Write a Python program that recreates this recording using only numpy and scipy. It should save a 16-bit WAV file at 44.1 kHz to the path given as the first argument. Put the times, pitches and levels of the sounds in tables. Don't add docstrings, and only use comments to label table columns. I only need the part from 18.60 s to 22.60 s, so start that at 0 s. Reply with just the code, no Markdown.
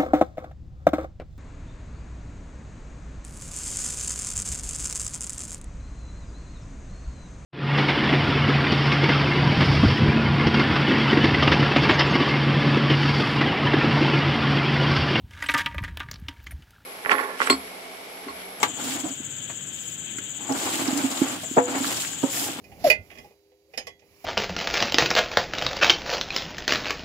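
import sys
import numpy as np
from scipy import signal
from scipy.fft import rfft, irfft, next_fast_len
from scipy.io import wavfile
from scipy.ndimage import map_coordinates

SR = 44100
rng = np.random.default_rng(int(sys.argv[2]) if len(sys.argv) > 2 else 0)


def int16_out(signal):
    q = np.round(np.clip(np.atleast_2d(signal).T, -1, 1) * 32767)
    wavfile.write(sys.argv[1], SR, q.astype(np.int16))


N = 176400

GRAINS_PER_S, SCRAPES_PER_S = 4400, 1600
# (t/s, level/dB)
RUSTLE_LEVEL = [(0, -36), (.14, -50.5), (.235, -33), (.33, -33), (.43, -42), (.62, -52), (1.78, -54),
                (1.9, -44), (2.0, -31), (2.15, -30), (2.33, -35.5), (2.6, -33), (2.82, -39), (3.04, -48),
                (3.22, -30.5), (3.42, -30), (3.58, -42), (3.69, -39), (3.75, -30), (3.86, -33), (4, -44)]
# (f/Hz, level/dB)
SHELL_SPECTRUM = [(600, -13), (1500, -13.5), (3000, -1.5), (4500, -5), (6000, -6), (8000, -0.5),
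                  (10000, -9), (15500, -12)]
def rustle():
    grains = contacts(GRAINS_PER_S, size_db=3.5, echo=1.8, t60=.04)
    clumps_db = 1.3 * wobble(60)
    return shaped(grains, SHELL_SPECTRUM) * amp(curve(RUSTLE_LEVEL) + clumps_db)


# (start t/s, end t/s,
# level/dB)
BRIGHT_HISSES = [(1.104, 1.38, -48), (3.696, 3.896, -29)]
# (f/Hz, level/dB)
HISS_SPECTRUM = [(2500, -42), (5000, 5), (10000, 4.5), (14000, 2.5)]
def swishes():
    t, level = np.arange(N) / SR, np.zeros(N)
    for start, end, db in BRIGHT_HISSES:
        progress = np.clip((t - start) / (end - start), 0, 1)
        level += amp(db) * np.sqrt(np.maximum(np.sin(np.pi * progress), 0))
    return shaped(contacts(GRAINS_PER_S, size_db=.5, echo=2, t60=.03), HISS_SPECTRUM) * level


# (t/s, level/dB)
SCRAPE_LEVEL = [(0, -32.5), (.13, -46.5), (.2, -35.5), (.35, -35), (.5, -42.5), (.65, -57.5), (1.7, -58.5),
                (1.87, -39.5), (2.02, -32), (2.7, -32), (2.9, -52.5), (3.14, -29), (3.26, -33.5),
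                (3.56, -46), (3.68, -42), (3.82, -31.5), (4, -39)]
# (f/Hz, level/dB)
SCRAPE_SPECTRUM = [(50, -28), (110, -10), (190, -6.5), (270, 12.5), (420, -4), (850, 0), (2200, -8),
                   (5000, -17.5), (9000, -54)]
# (f/Hz, level/dB, t60/s)
WALL_MODES = [(269.8, -4.5, 0.15), (380, -7, 0.049), (496, -13, 0.33), (707.3, -6.5, 0.2),
              (792, -8.5, 0.18), (850, 2.5, 0.08), (877, -6, 0.13), (984, -13, 0.16), (1167, -3.5, 0.095),
              (1404, 0.5, 0.033), (1595, -8, 0.045), (2176, 0, 0.032)]
def scrape():
    slips = contacts(SCRAPES_PER_S, size_db=1.5, echo=2.6, t60=.037) * amp(2.3 * wobble(45))
    metal, step = np.zeros((2, N)), SR // 10
    for i in range(0, N, step):
        wall = ring(WALL_MODES, scatter_db=2, pitch=1 + .03 * rng.normal())
        add(metal, i / SR, signal.fftconvolve(slips[:, i:i + step], wall[None], axes=1))
    return (shaped(slips, SCRAPE_SPECTRUM) + amp(-12) * unit(metal)) * amp(curve(SCRAPE_LEVEL))


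JUDDER_HZ, JUDDER_SPREAD = 269.6, .047
# (t/s, relative level/dB, push length/s)
BOTTOM_BUMPS = [(.18, -28, .24), (0.426, -19.5, 0.042), (0.498, -27, 0.022), (0.599, -28, 0.0062),
                (1.583, -29.5, 0.0044), (1.889, -15, 0.033), (2.214, -17, 0.0099), (2.277, -12.5, 0.013),
                (2.325, -14.5, 0.0092), (2.348, -18, 0.055), (2.432, -11.5, 0.026), (2.6158, -5, 0.004),
                (2.911, -21, 0.0037), (2.977, -22.5, 0.011), (3.201, -17, 0.02), (3.262, -25, 0.0095),
                (3.631, -9.5, 0.017)]
# (f/Hz, level/dB, t60/s)
BOTTOM_MODES = [(272.4, 2.5, 0.092), (312, 5.5, 0.0464)]
def bumps():
    out, t = np.zeros(N), np.arange(SR // 4) / SR
    for s, db, length in BOTTOM_BUMPS:
        drift = np.cumsum(rng.normal(0, .035, len(t)))
        hz = JUDDER_HZ * (1 + JUDDER_SPREAD * rng.normal())
        judder = np.cos(2 * np.pi * hz * t + drift) + 2 * rng.standard_normal(len(t))
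        force = judder * np.sin(np.pi * np.minimum(t / length, 1))
        boom = signal.fftconvolve(force, ring(BOTTOM_MODES, scatter_db=1))
        add(out, s, amp(db - 3) * boom / np.abs(boom).max())
    return out * pan(-6.5)


# (t/s, relative level/dB, brightness f/Hz, contact length/s, pitch ratio under load)
WALL_KNOCKS = [(0.0301, -.5, 4170, 0.0032, .99), (.44, -15.5, 740, 0.042, 0.85),
               (.899, -22.5, 4500, 0.0015, 0.81), (1.883, -6.5, 800, 0.045, 0.96),
               (2.833, -19, 726, 0.0042, 0.93), (2.966, 4, 780, 0.013, .99),
               (2.981, 2.5, 1230, 0.00453, .99), (3.632, -3, 620, 0.0072, 1.1)]
# (f/Hz, level/dB)
HOLLOW_SPECTRUM = [(150, -15), (400, 11), (900, 5.5), (1600, 7.5), (2800, 5), (4300, 0.5), (7000, -35)]
def knocks():
    out = np.zeros((2, N))
    for s, db, bright_hz, length, pitch in WALL_KNOCKS:
        wall = np.array([ring(WALL_MODES, .79, pitch), ring(WALL_MODES, 1, pitch)])
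        metal = signal.fftconvolve(wall, np.array([push(length), push(length)]), axes=1)
        metal /= np.linalg.norm(metal, axis=1, keepdims=True)
        add(metal, length / 4, .0071 * shaped(burst(t60=.11), HOLLOW_SPECTRUM))
        low_hz = .092 * bright_hz + 100
        blow = colour(metal, lambda f: f ** 2 / (f ** 2 + low_hz ** 2) / np.sqrt(1 + (f / bright_hz) ** 5))
        add(out, s, amp(db + 15) * blow)
    return out


def push(length):
    progress = np.arange(SR // 12) / SR / length
    swell = rng.standard_normal(len(progress)) * np.sin(np.pi * np.minimum(progress, 1))
    tap = (progress == 0) * (.0035 / length) ** 2
    force = swell / np.linalg.norm(swell) + tap
    return force / np.linalg.norm(force)


RATTLES_PER_S, RATTLE_HZ, SNAP_Q = 45, 3000, 3.1
# (t/s, relative level/dB, f/Hz, left over right/dB)
SHELL_SNAPS = [(0.03, -12, 6100, -1), (1.584, -24.5, 1660, -3), (1.9223, -24, 5930, -5),
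               (2.277, -24.5, 5100, -10), (2.375, -21.5, 7100, 15), (2.522, -27, 4100, -2),
               (3.244, -18, 1280, 0)]
def snaps():
    out, stir_db, rattle = np.zeros((2, N)), curve(RUSTLE_LEVEL), []
    for i in rng.integers(N, size=RATTLES_PER_S * N // SR):
        db = stir_db[i] + 4 + 2 * rng.normal()
        rattle.append((i / SR, db, RATTLE_HZ * 2 ** rng.uniform(-1, 1), rng.uniform(-6, 6)))
    for s, db, hz, side_db in SHELL_SNAPS + rattle:
        add(out, s, amp(db - 16.5) * pan(side_db) * click(hz))
    return out


def click(hz):
    impact = burst(t60=.044)[:, :SR // 20]
    return unit(colour(impact, lambda f: 1 / np.hypot(1, SNAP_Q * (f / hz - hz / (f + 1)))))


END_TOOTH_HZ, TOOTH_SCATTER = 398.5, .39
CHIRP_FLOOR, FADE_S, CRICKET_PAN_DB = .66, .14, 15.5
RASP_CENTRE_HZ, RASP_SLIDE = 7250, .25
# (start t/s, end t/s, chirp period/s, relative level/dB)
CRICKET_PHRASES = [(-.053, 2.85, .0618, -40.5), (2.832, 4.0, .0612, -40)]
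# (f/Hz, level/dB)
WING_SPECTRUM = [(4500, -63), (5700, -33), (6300, -5), (6900, 8.5), (7850, 4.5), (8200, -6.5), (9100, -40),
                 (15000, -20)]
def cricket():
    t, level, speed = np.arange(N) / SR, np.zeros(N), np.ones(N)
    for start, end, period, db in CRICKET_PHRASES:
        phase = (t - start) / period % 1
        fade = np.clip((end - t) / FADE_S, 0, 1) ** 2
        level += amp(db) * (CHIRP_FLOOR + np.sin(np.pi * phase)) * (t > start) * fade
        speed = np.where(t > start, 2 - phase, speed)
    teeth_passed = np.cumsum(END_TOOTH_HZ * speed * np.exp(TOOTH_SCATTER * wobble(END_TOOTH_HZ))) / SR
    teeth = np.diff(np.floor(teeth_passed), prepend=0) * amp(2 * rng.standard_normal(N))
    echoes = signal.fftconvolve(teeth[None], burst(t60=.19), axes=1)[:, :N]
    rasp = shaped(teeth + np.array([[.55], [1.6]]) * echoes, WING_SPECTRUM)
    high_minus_low = irfft(rfft(rasp) * np.sign(np.fft.rfftfreq(N, 1 / SR) - RASP_CENTRE_HZ), N)
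    return (rasp + RASP_SLIDE * np.cos(np.pi * speed) * high_minus_low) * level * pan(CRICKET_PAN_DB)


HUM_DB = -45.5
# (f/Hz, level/dB)
HUM_SPECTRUM = [(45, -1), (115, 6), (250, 0.5), (1100, -18), (1600, -3), (2200, -14.5), (9500, -52)]
def hum():
    air = shaped(rng.standard_normal((2, N)), HUM_SPECTRUM)
    return spread(air, lean=[(1, 0)]) * amp(HUM_DB + wobble(5.53))


CHORUS_DB, CHORUS_PAN_DB = -45, 7
# (f/Hz, level/dB)
CHORUS_SPECTRUM = [(1200, -37), (2300, -15.5), (2800, -11), (3150, -5), (3550, -10), (6000, -56)]
def far_insects():
    swell_db = 1.2 * wobble(14)
    chorus = shaped(rng.standard_normal((2, N)), CHORUS_SPECTRUM)
    return chorus * amp(CHORUS_DB + swell_db) * pan(CHORUS_PAN_DB)


def amp(db):
    return 10 ** (np.asarray(db) / 20)


def unit(x):
    return x / np.sqrt(np.mean(x ** 2) + 1e-20)


def along(points, hz):
    f, v = np.transpose(points)
    return np.interp(np.log(hz + 1), np.log(f + 1), v)


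def curve(rows):
    return np.interp(np.arange(N) / SR, *np.transpose(rows))


def wobble(rate):
    return map_coordinates(rng.standard_normal(2000), [np.arange(N) * rate / SR], mode="wrap")


def pan(db):
    return amp(np.array([[.5], [-.5]]) * db)


def colour(x, gain):
    m = 2 * next_fast_len(x.shape[-1] // 2 + 4096)
    cepstrum = irfft(np.log(np.maximum(gain(np.fft.rfftfreq(m, 1 / SR)), 1e-6)), m)
    cepstrum[1:m // 2] *= 2
    cepstrum[m // 2 + 1:] = 0
    return irfft(rfft(x, m) * np.exp(rfft(cepstrum)), m)[..., :x.shape[-1]]


def shaped(x, spectrum):
    return unit(colour(x, lambda hz: amp(along(spectrum, hz))))


def add(track, s, sound):
    i = max(round(s * SR), 0)
    track[..., i:i + sound.shape[-1]] += sound[..., :N - i]


def burst(t60):
    t = np.arange(SR // 4) / SR
    x = rng.standard_normal((2, len(t))) * amp(-60 * t / t60)
    return x / np.linalg.norm(x, axis=1, keepdims=True)


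def ring(modes, scatter_db, pitch=1):
    t = np.arange(SR // 3) / SR
    return sum(amp(db + scatter_db * rng.normal() - 60 * t / t60) * np.sin(2 * np.pi * pitch * hz * t)
               for hz, db, t60 in modes)


def contacts(rate, size_db, echo, t60):
    hits = (rng.random(N) < rate / SR) * amp(size_db * np.minimum(rng.exponential(size=N), 4))
    fall = amp(-120 / (t60 * SR))
    wash = np.sqrt(signal.lfilter([1 - fall], [1, -fall], hits ** 2))
    return unit((hits + echo * wash) * rng.standard_normal((2, N)))


# (f/Hz, correlation)
CHANNEL_LIKENESS = [(150, 0.84), (380, 0.85), (950, 0.18), (2400, 0)]
def spread(pair, lean):
    hz = np.fft.rfftfreq(N, 1 / SR)
    turn = np.arccos(np.clip(along(CHANNEL_LIKENESS, hz), -1, 1)) / 2
    mid, side = rfft(pair) * [np.cos(turn), np.sin(turn)]
    return irfft(np.array([mid + side, mid - side]) * pan(along(lean, hz)), N)


# (f/Hz, left over right/dB)
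POT_BALANCE = [(100, -1.5), (250, -5), (400, -3), (700, 1.5), (4400, 1.5), (8000, -3), (15000, 4)]
def scene():
    pot = spread(rustle() + swishes() + scrape() + knocks(), POT_BALANCE) + bumps() + snaps()
    return pot + cricket() + hum() + far_insects()


LOW_CUT_HZ, TOP_HZ = 97, 15650
def record(dry):
    m = next_fast_len(N + SR // 4)
    thin = signal.sosfilt(signal.butter(3, LOW_CUT_HZ, "high", fs=SR, output="sos"), dry)
    return irfft(rfft(thin, m) * (np.fft.rfftfreq(m, 1 / SR) < TOP_HZ), m)[:, :N]


dry = scene()
out = record(dry)
int16_out(out)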